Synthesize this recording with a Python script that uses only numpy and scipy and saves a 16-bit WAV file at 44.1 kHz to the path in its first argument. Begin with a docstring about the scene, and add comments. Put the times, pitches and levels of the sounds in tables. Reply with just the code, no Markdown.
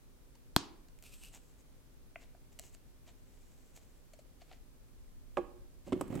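"""A steel portafilter is handled close by in a small, quiet kitchen. First it is knocked once on a
cloth-covered counter, a hard, dead thud. Steel then scrapes and squeaks through the coffee as it is
levelled, and light taps and rubs follow. Near the end the lugs bump an espresso machine's group head
and are twisted in along the gasket, which rings the hollow housing. The walls reflect the handling,
and low rumble, thin hiss and a faint appliance hum lie under it all."""
import sys
import numpy as np
from scipy import signal
from scipy.fft import rfft, irfft
from scipy.io import wavfile

SR = 44100
rng = np.random.default_rng(int(sys.argv[2]) if len(sys.argv) > 2 else 0)


def wav_record(signal):
    """Record a signal, one row per channel, as 16-bit PCM in the file named by sys.argv[1]."""
    frames = np.transpose(np.atleast_2d(signal))
    bounded = np.clip(frames, -1, 1)
    # unit amplitude maps onto the largest positive 16-bit level
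    quanta = np.round(bounded * 32767).astype(np.int16)
    wavfile.write(sys.argv[1], SR, quanta)


N = 273420
T = np.arange(N) / SR
RING = T[:SR * 3 // 4]  # time axis of an impulse response
SEATED_S = 5.9  # from here on the lugs are pressed into the group head


def knock(crack_db=-9, crack_ms=5.4, sing_db=-20, sing_width_hz=24, cloth_hz=900, give_s=.0021):
    """Impact excites damped modes of steel and counter. Returns the sound nearby and at the walls."""
    # Steel damped by hand and cloth. Each row: frequency in Hz, width in Hz, peak in dB.
    steel_modes = [(704.5, 152.4, -9), (970, 180, -5), (1300, 463, -8), (1606, 344, -9), (2515, 190, -18.5),
                   (3278, 210, -10), (4156, 380, -10), (4580, 303.4, -11.5), (5780, 830, -23),
                   (6710, 430, -21.5), (8460, 1100, -19), (9890, 150, -27.5), (12400, 930, -19.5)]
    # The counter's mode, left then right. 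Each row: frequency in Hz, width in Hz, peak in dB.
    counter_modes = [(209, 170, 0), (285, 133, 0)]
    # The blow. Each row: start in seconds, impulse level in dB.
    impacts = [(0.5632, 23)]
    # Spectrum sent to the walls. Each row: frequency in Hz, gain in dB.
    spread = [(100, 0), (320, -3), (550, -17.5), (950, -8), (2000, -23.5), (4300, -17.5), (7800, -18),
              (10500, -28), (15000, -43.5)]
    blow, body = np.zeros(N), ring(steel_modes)
    for s, db in impacts:
        add(blow, s, undb([db]))
    sing = ring([(hz, sing_width_hz, db) for hz, _, db in steel_modes if hz > 2000])  # these linger
    near = []
    for mode in counter_modes:
        crack = edge(through(chatter(crack_ms), body), 1900, "high")  # the rim chatters
        thud = edge(ring([mode]), cloth_hz, "low")
        thud = np.interp(RING - give_s, RING, thud)  # the cloth gives first, so the counter answers late
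        near.append(through(blow, body + thud + undb(crack_db) * crack + undb(sing_db) * sing))
    near[0] = np.interp(T - 14e-6, T, near[0])  # it reaches the left side a shade later
    return pan(np.array(near), .8), colour(blow, spread)


def bumps(loose_damping=0.95, seated_damping=2.28, rattle_db=-8, rattle_ms=7, tick_ms=3.3, span=6.3):
    """Each contact drives a band of the housing's modes; once seated, added damping shortens the ring."""
    # The hollow housing. Each row: frequency in Hz, width in Hz before the grip scales it, peak in dB.
    housing_modes = [(109, 41, -4), (204, 12, -8.5), (238, 18, -5), (301, 10.3, 5), (351, 13, 5),
                     (379, 29, 2), (473, 22, -6), (537, 74, 0), (609, 50, -2.5), (755, 65, -6.5),
                     (830, 57, -8.5), (935, 66, -10.5), (1109, 35, -6), (1233, 36, -6), (1670, 100, -18.5),
                     (2500, 350, -27)]
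    # The steel lugs. Each row: frequency in Hz, width in Hz, peak in dB.
    lug_modes = [(1310, 400, 0), (2080, 430, 2), (3080, 1740, -5.5), (5130, 950, -8), (7760, 950, 2),
                 (12700, 4200, -7)]
    boom, ticks = np.zeros((2, N)), np.zeros((2, N))
    steel = ring(lug_modes)
    loose, seated = (ring([(hz, width * damping, peak) for hz, width, peak in housing_modes])
                     for damping in (loose_damping, seated_damping))
    for s, db, bright_hz, tick_db, tick_hz in contacts():
        housing = seated if s > SEATED_S else loose
        driven = edge(housing, bright_hz / span, "high")
        blow = undb(db) * edge(driven, bright_hz, "low", order=4)
        tick = undb(tick_db) * edge(steel, tick_hz, "low")
        contact = chatter(tick_ms)
        for side in range(2):  # each side faces other rattling panels
            add(boom[side], s, blow + undb(rattle_db) * through(chatter(rattle_ms), blow))
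            add(ticks[side], s, through(contact + .5 * chatter(tick_ms), tick))
    return pan(boom, -5.8) + pan(ticks, -2.2)


def contacts(count=3, loose_gap_s=.0083, seated_gap_s=.00427, gap_ratio=0.696, dulling=0.65):
    """Inelastic rebound breaks each blow into contacts, each sooner and duller than the last."""
    # Blows on the group head. Each row: start in seconds, level in dB, brightness in Hz,
    # gain per rebound in dB, level of the steel tick in dB, its brightness in Hz.
    blows = [(5.3707, 18, 2440, -5, -12, 3960), (5.874, -3, 905, -9, -33, 1500),
             (5.9222, 13, 1020, 1.5, -11, 3200), (5.9623, 9, 370, -3, -34, 1500),
             (6.0104, 12, 1630, -23, -14, 14000), (6.0789, -1.5, 298, -11, -31.5, 14100),
             (6.1261, 3, 860, -6, -23, 4020), (6.1528, 6, 370, -7, -19.5, 8700),
             (6.193, -2, 756, -6, -21.5, 3940)]
    for s, db, bright_hz, step_db, tick_db, tick_hz in blows:
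        gap = seated_gap_s if s > SEATED_S else loose_gap_s
        for k in range(count):
            yield s, db + k * step_db, bright_hz * dulling ** k, tick_db + k * step_db, tick_hz
            s += gap * gap_ratio ** k


def twist(spread_db=-1):
    """Sliding friction makes a low rasp as the lugs drag along the gasket."""
    # Turns of the handle. Each row: start in seconds, length in seconds, level in dB.
    turns = [(5.863, 0.037, -49.5), (5.922, 0.1, -48.5), (6.007, 0.086, -52), (6.099, 0.049, -44),
             (6.135, 0.051, -43)]
    # Spectrum of the drag. Each row: frequency in Hz, gain in dB.
    spectrum = [(40, -31), (110, -0.5), (190, -5), (310, -0.5), (430, -15), (600, -15), (1200, -30.5),
                (2500, -33.5), (5000, -48), (7700, -42), (10000, -47), (14000, -48)]
    common, left, right = (unit(colour(friction(900, 2.7, 0.85), spectrum)) for _ in range(3))
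    drag = unit(common + undb(spread_db) * np.array([left, right]))
    effort = sum(undb(db) * stroke(s, length, attack_s=0.0069, release_s=0.024)
                 for s, length, db in turns)
    return pan(drag * effort, -5.8)


def taps(hard_ms=0.98, soft_ms=12, note_width_hz=175, note_builds_s=0.0024, snap_db=-13, span=5):
    """Contact time sets the timbre: hard taps snap, soft ones swell into the basket's hollow note."""
    # The filled basket. Each row: frequency in Hz, width in Hz, peak in dB.
    basket_modes = [(1330, 340, -4), (2120, 490, -1), (3000, 500, -2), (4320, 330, 0), (7190, 1100, -1),
                    (12550, 3100, -13.5)]
    # Each row: start in seconds, level in dB, brightness in Hz, softness from 0 to 1, note in Hz.
    touches = [(0.353, -31.5, 14000, 0.5, 910), (0.885, -31, 7900, 0.17, 656), (0.9884, -30, 15000, 0, 665),
               (1.025, -23.5, 16150, 0, 665), (1.038, -23.5, 16000, 0, 690),
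               (2.1578, -8.5, 2620, 0.37, 667), (2.347, -27.5, 1680, 0.69, 696),
               (2.5896, -16, 12000, .15, 645), (2.595, -11, 16000, 0.16, 656),
               (2.748, -24.5, 11800, 0.12, 660), (3.7638, -27, 12000, 0.3, 590),
               (4.1344, -26.5, 15000, 0.76, 628), (4.1894, -30.5, 15000, 1, 603),
               (4.4165, -27, 6450, 0.82, 693), (4.5133, -17.5, 3660, 0.37, 740),
               (4.532, -22.5, 3960, 0.27, 700)]
    out, basket = np.zeros(N), ring(basket_modes)
    for s, db, bright_hz, soft, note_hz in touches:
        contact_ms = hard_ms * (soft_ms / hard_ms) ** soft
        snap = undb(snap_db) * (1 - soft) * edge(chatter(ms=0.19), 7000, "high")
        lowest_hz = bright_hz * (1 - soft) / span + note_hz
        driven = edge(through(chatter(contact_ms), basket), lowest_hz, "high", order=1)
        tick = edge(driven + snap, bright_hz, "low", order=6)
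        note_db = -1 + 22 * soft
        note = ring([(note_hz, note_width_hz, note_db)]) * (RING / note_builds_s) ** 2
        add(out, s, undb(db) * (tick + note))
    return pan(out, 0.51)


def levelling(start_s=1.022, length_s=0.22, scrape_db=-68, press_db=7.5, squeak_db=-63.5, rasp_db=-4):
    """Stick-slip friction: grounds crunch under scraping steel, which squeaks when pressed."""
    # The hand presses harder. Each row: middle in seconds, length in seconds, pressure from 0 to 1.
    presses = [(1.065, 0.059, 1), (1.137, .04, 1), (1.236, 0.058, 1), (1.276, 0.053, 1)]
    # Spectrum of the scrape. Each row: frequency in Hz, gain in dB.
    spectrum = [(300, 1), (900, -8), (1900, -7), (2750, 2.5), (3500, -0.5), (5000, -1), (7000, -1),
                (9000, 0.5), (10500, -6), (12500, -1), (16000, -18)]
    moving = stroke(start_s, length_s, attack_s=0.0046, release_s=0.09)
    pressure = sum(force * swell(middle, length) for middle, length, force in presses)
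    scrape = unit(colour(friction(1500, 3.3, 0.86), spectrum)) * undb(scrape_db + press_db * pressure)
    elapsed_s = np.clip(T - start_s, 0, length_s)
    squeak_hz = 2510 + 1100 * elapsed_s
    rasp = hoarse(3 * squeak_hz, width_hz=600) * elapsed_s / length_s  # grows along the stroke
    squeak = hoarse(squeak_hz, width_hz=170) * pressure ** 2 + undb(rasp_db) * rasp
    return pan(moving * (scrape + undb(squeak_db) * squeak), 0.37)


def rubbing(fidget_db=-89.5, fidget_hz=8.3, muffle_hz=12000):
    """Friction noise follows the motion: the hand rubs the handle, loose grounds hiss, fingers shift."""
    # Each row: middle in seconds, length in seconds, rub level in dB, hiss level in dB.
    rubs = [(1.353, 0.043, -58, -54.5), (1.464, .14, -89, -75), (1.6, 0.031, -80, -68),
            (2.225, 0.043, -63, -71), (2.529, 0.023, -71.5, -69), (2.647, 0.086, -69.5, -60.5),
            (2.741, 0.027, -69, -63), (3.087, 0.042, -63, -69), (3.596, 0.81, -82.5, -77.5),
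            (3.769, 0.034, -68, -61), (4.416, 0.018, -66, -88), (4.522, 0.076, -65.5, -85),
            (5.879, 0.045, -63, -67)]
    # Spectra of the hand's rub and the grounds' hiss. Each row: frequency in Hz, gain in dB.
    rub_spectrum = [(200, -3.5), (700, 8.5), (1300, -4), (2400, 3.5), (4500, -3.5), (7300, -6.5),
                    (9500, -18.5), (13000, -10), (16000, -28)]
    hiss_spectrum = [(1000, -26), (5000, -15.5), (6500, -2.5), (7800, -0.5), (9000, -12.5), (16000, -9)]
    rub = unit(colour(friction(1200, 5.9, 1.06), rub_spectrum))
    hiss = unit(colour(friction(2500, 1.9, 0.42), hiss_spectrum))
    shifting = np.abs(unit(edge(rng.standard_normal(N), fidget_hz, "low")))
    fidgeting = stroke(start_s=1.41, length_s=3.2, attack_s=0.057, release_s=0.057)
    out = undb(fidget_db) * shifting * fidgeting * (rub + hiss)
    for middle, length, rub_db, hiss_db in rubs:
        out += swell(middle, length) * (undb(rub_db) * rub + undb(hiss_db) * hiss)
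    return pan(edge(out, muffle_hz, "low"), 0.5)


def kitchen(direct, gap_s=0.0035, shared=0.86):
    """Reverberation: dense reflections off near walls decay exponentially beside two standing waves."""
    # Each row: frequency in Hz, time to decay by 60 dB in seconds.
    decay_times = [(100, 0.07), (350, 0.75), (1000, 0.55), (4500, 0.3645), (8000, 0.22), (14000, 0.33)]
    # Spectrum of the reflections. Each row: frequency in Hz, gain in dB.
    spectrum = [(60, -16.5), (170, -20.5), (330, -16), (600, -18.5), (1000, -16), (2200, -12),
                (4500, -11.5), (8000, -15), (13000, -21)]
    # Each row: frequency in Hz, width in Hz, peak in dB.
    standing_waves = [(279.6, 6.65, -1.5), (358, 2.5, -9)]
    hz, s, cells = signal.stft(rng.standard_normal((3, len(RING))), SR, nperseg=256)
    fade = np.exp(-np.log(1000) * s / at(decay_times, hz)[:, None])
    onset = np.clip(RING / gap_s - 1, 0, 1)
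    left, right, common = signal.istft(cells * fade, SR)[1][:, :len(RING)] * onset
    wet = []
    for channel, own in zip(direct, (left, right)):
        tail = own + shared * common
        reflections = colour(tail / np.linalg.norm(tail), spectrum)
        wet.append(through(channel, reflections + ring(standing_waves)))
    return np.array(wet)


def air(noise_db=-59.5, rumble_hz=80):
    """Ambient noise: broadband rumble and hiss, wide in the bass, with faint tones of appliance hum."""
    # Spectra of the still air and of its side signal against the mid.
    # Each row: frequency in Hz, gain in dB.
    spectrum = [(12, -28.5), (20, 3), (60, -8), (91, -15.5), (120, -13), (182, -20.5), (255, -19.5),
                (328, -22), (367, -22), (542, -26), (590, -31), (1440, -36), (2670, -40), (14700, -43.5),
                (16000, -47)]
    side_spectrum = [(60, 2.5), (110, -3), (200, -2), (380, -2.5), (700, -1), (1290, -1), (2380, 0),
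                     (4400, 0), (8120, 1.5), (15000, 0.5)]
    # Each row: frequency in Hz, rms level in dB.
    hum_tones = [(258, -78), (603, -87), (2390, -97), (8500, -97)]
    mid, side = (undb(noise_db) * unit(colour(rng.standard_normal(N), spectrum)) for _ in range(2))
    hum = sum(undb(db) * np.sqrt(2) * np.sin(2 * np.pi * (hz * T + rng.random())) for hz, db in hum_tones)
    noise = mid + colour(side, side_spectrum) * np.array([[1], [-1]])
    rumble_db = np.interp(T, [4.83, 5.21], [-2, 2.5])  # the deepest rumble grows toward the end
    rumble = edge(noise, rumble_hz, "low", order=3) * undb(rumble_db)
    return hum + edge(noise, rumble_hz, "high", order=3) + rumble


def ring(modes):
    """Modal superposition: a sum of damped sines, with neighbours swinging in opposite directions."""
    return sum((-1) ** k * undb(db) * 2 * np.pi * width / SR
               * np.exp(-np.pi * width * RING) * np.sin(2 * np.pi * hz * RING)
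               for k, (hz, width, db) in enumerate(modes))


def chatter(ms):
    """Tiny contacts merge into exponentially dying noise, with the energy of one unit click."""
    burst = rng.standard_normal(len(RING)) * np.exp(-RING * 1000 / ms)
    return burst / np.linalg.norm(burst)


def friction(slips_per_s, spread_db, smooth):
    """Friction as shot noise: random slips of uneven size over a smooth hiss."""
    slips = (rng.random(N) < slips_per_s / SR) * rng.standard_normal(N)
    slips *= undb(spread_db * np.minimum(rng.exponential(size=N), 4))
    return unit(unit(slips) + smooth * rng.standard_normal(N))


def hoarse(hz, width_hz):
    """Irregular stick-slip modulates a tone's strength and phase around a moving pitch."""
    wander = edge(rng.standard_normal(N) + 1j * rng.standard_normal(N), width_hz, "low")
    return unit(np.real(wander * np.exp(2j * np.pi * np.cumsum(hz) / SR)))


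def stroke(start_s, length_s, attack_s, release_s):
    """Envelope of a movement: linear rise, hold, exponential decay."""
    rise = np.clip((T - start_s) / attack_s, 0, 1)
    return rise * np.exp(-np.maximum(T - start_s - length_s, 0) / release_s)


def swell(middle_s, length_s):
    """A Gaussian rise and fall."""
    return np.exp(-(2 * (T - middle_s) / length_s) ** 2)


def colour(x, points, size=8192):
    """Minimum-phase filter with the given (Hz, dB) response."""
    hz = np.arange(size // 2 + 1) * SR / size
    cepstrum = irfft(np.log(undb(at(points, hz))))
    cepstrum[1:size // 2] *= 2  # folding the cepstrum makes the filter causal
    cepstrum[size // 2 + 1:] = 0
    return through(x, irfft(np.exp(rfft(cepstrum))))


def through(x, response):
    """Convolution with an impulse response."""
    return signal.oaconvolve(x, response)[:len(x)]


def edge(x, hz, kind, order=2):
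    """Maximally flat low-pass or high-pass."""
    return signal.sosfilt(signal.butter(order, min(hz, SR * .45), kind, fs=SR, output="sos"), x + 1e-18)


def at(points, hz):
    """Interpolate (Hz, value) points on a log-frequency axis."""
    f, value = np.transpose(points)
    return np.interp(np.log(np.maximum(hz, 1)), np.log(f), value)


def add(track, s, sound):
    """Superpose a sound on a track, starting at s seconds."""
    i = min(int(s * SR), N)
    track[i:i + len(sound)] += sound[:N - i]


def pan(x, left_db):
    """Place a sound by its level difference, left minus right."""
    return x * undb(np.array([[left_db], [-left_db]]) / 2)


def undb(db):
    """Decibels to gain."""
    return 10 ** (np.asarray(db) / 20)


def unit(x):
    """Scale to rms 1."""
    return x / np.sqrt(np.mean(x ** 2))


def scene():
    """Direct sound, reverberation and ambient noise add by superposition."""
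    near, at_walls = knock()
    handling = taps() + levelling() + rubbing() + bumps() + twist()
    return near + handling + kitchen(at_walls + handling) + air()


def record(dry):
    """Band limiting: a steep low-pass removes the treble above 16 kHz."""
    return signal.sosfilt(signal.ellip(8, .2, 70, 16000, fs=SR, output="sos"), dry)


dry = scene()
out = record(dry)
wav_record(out)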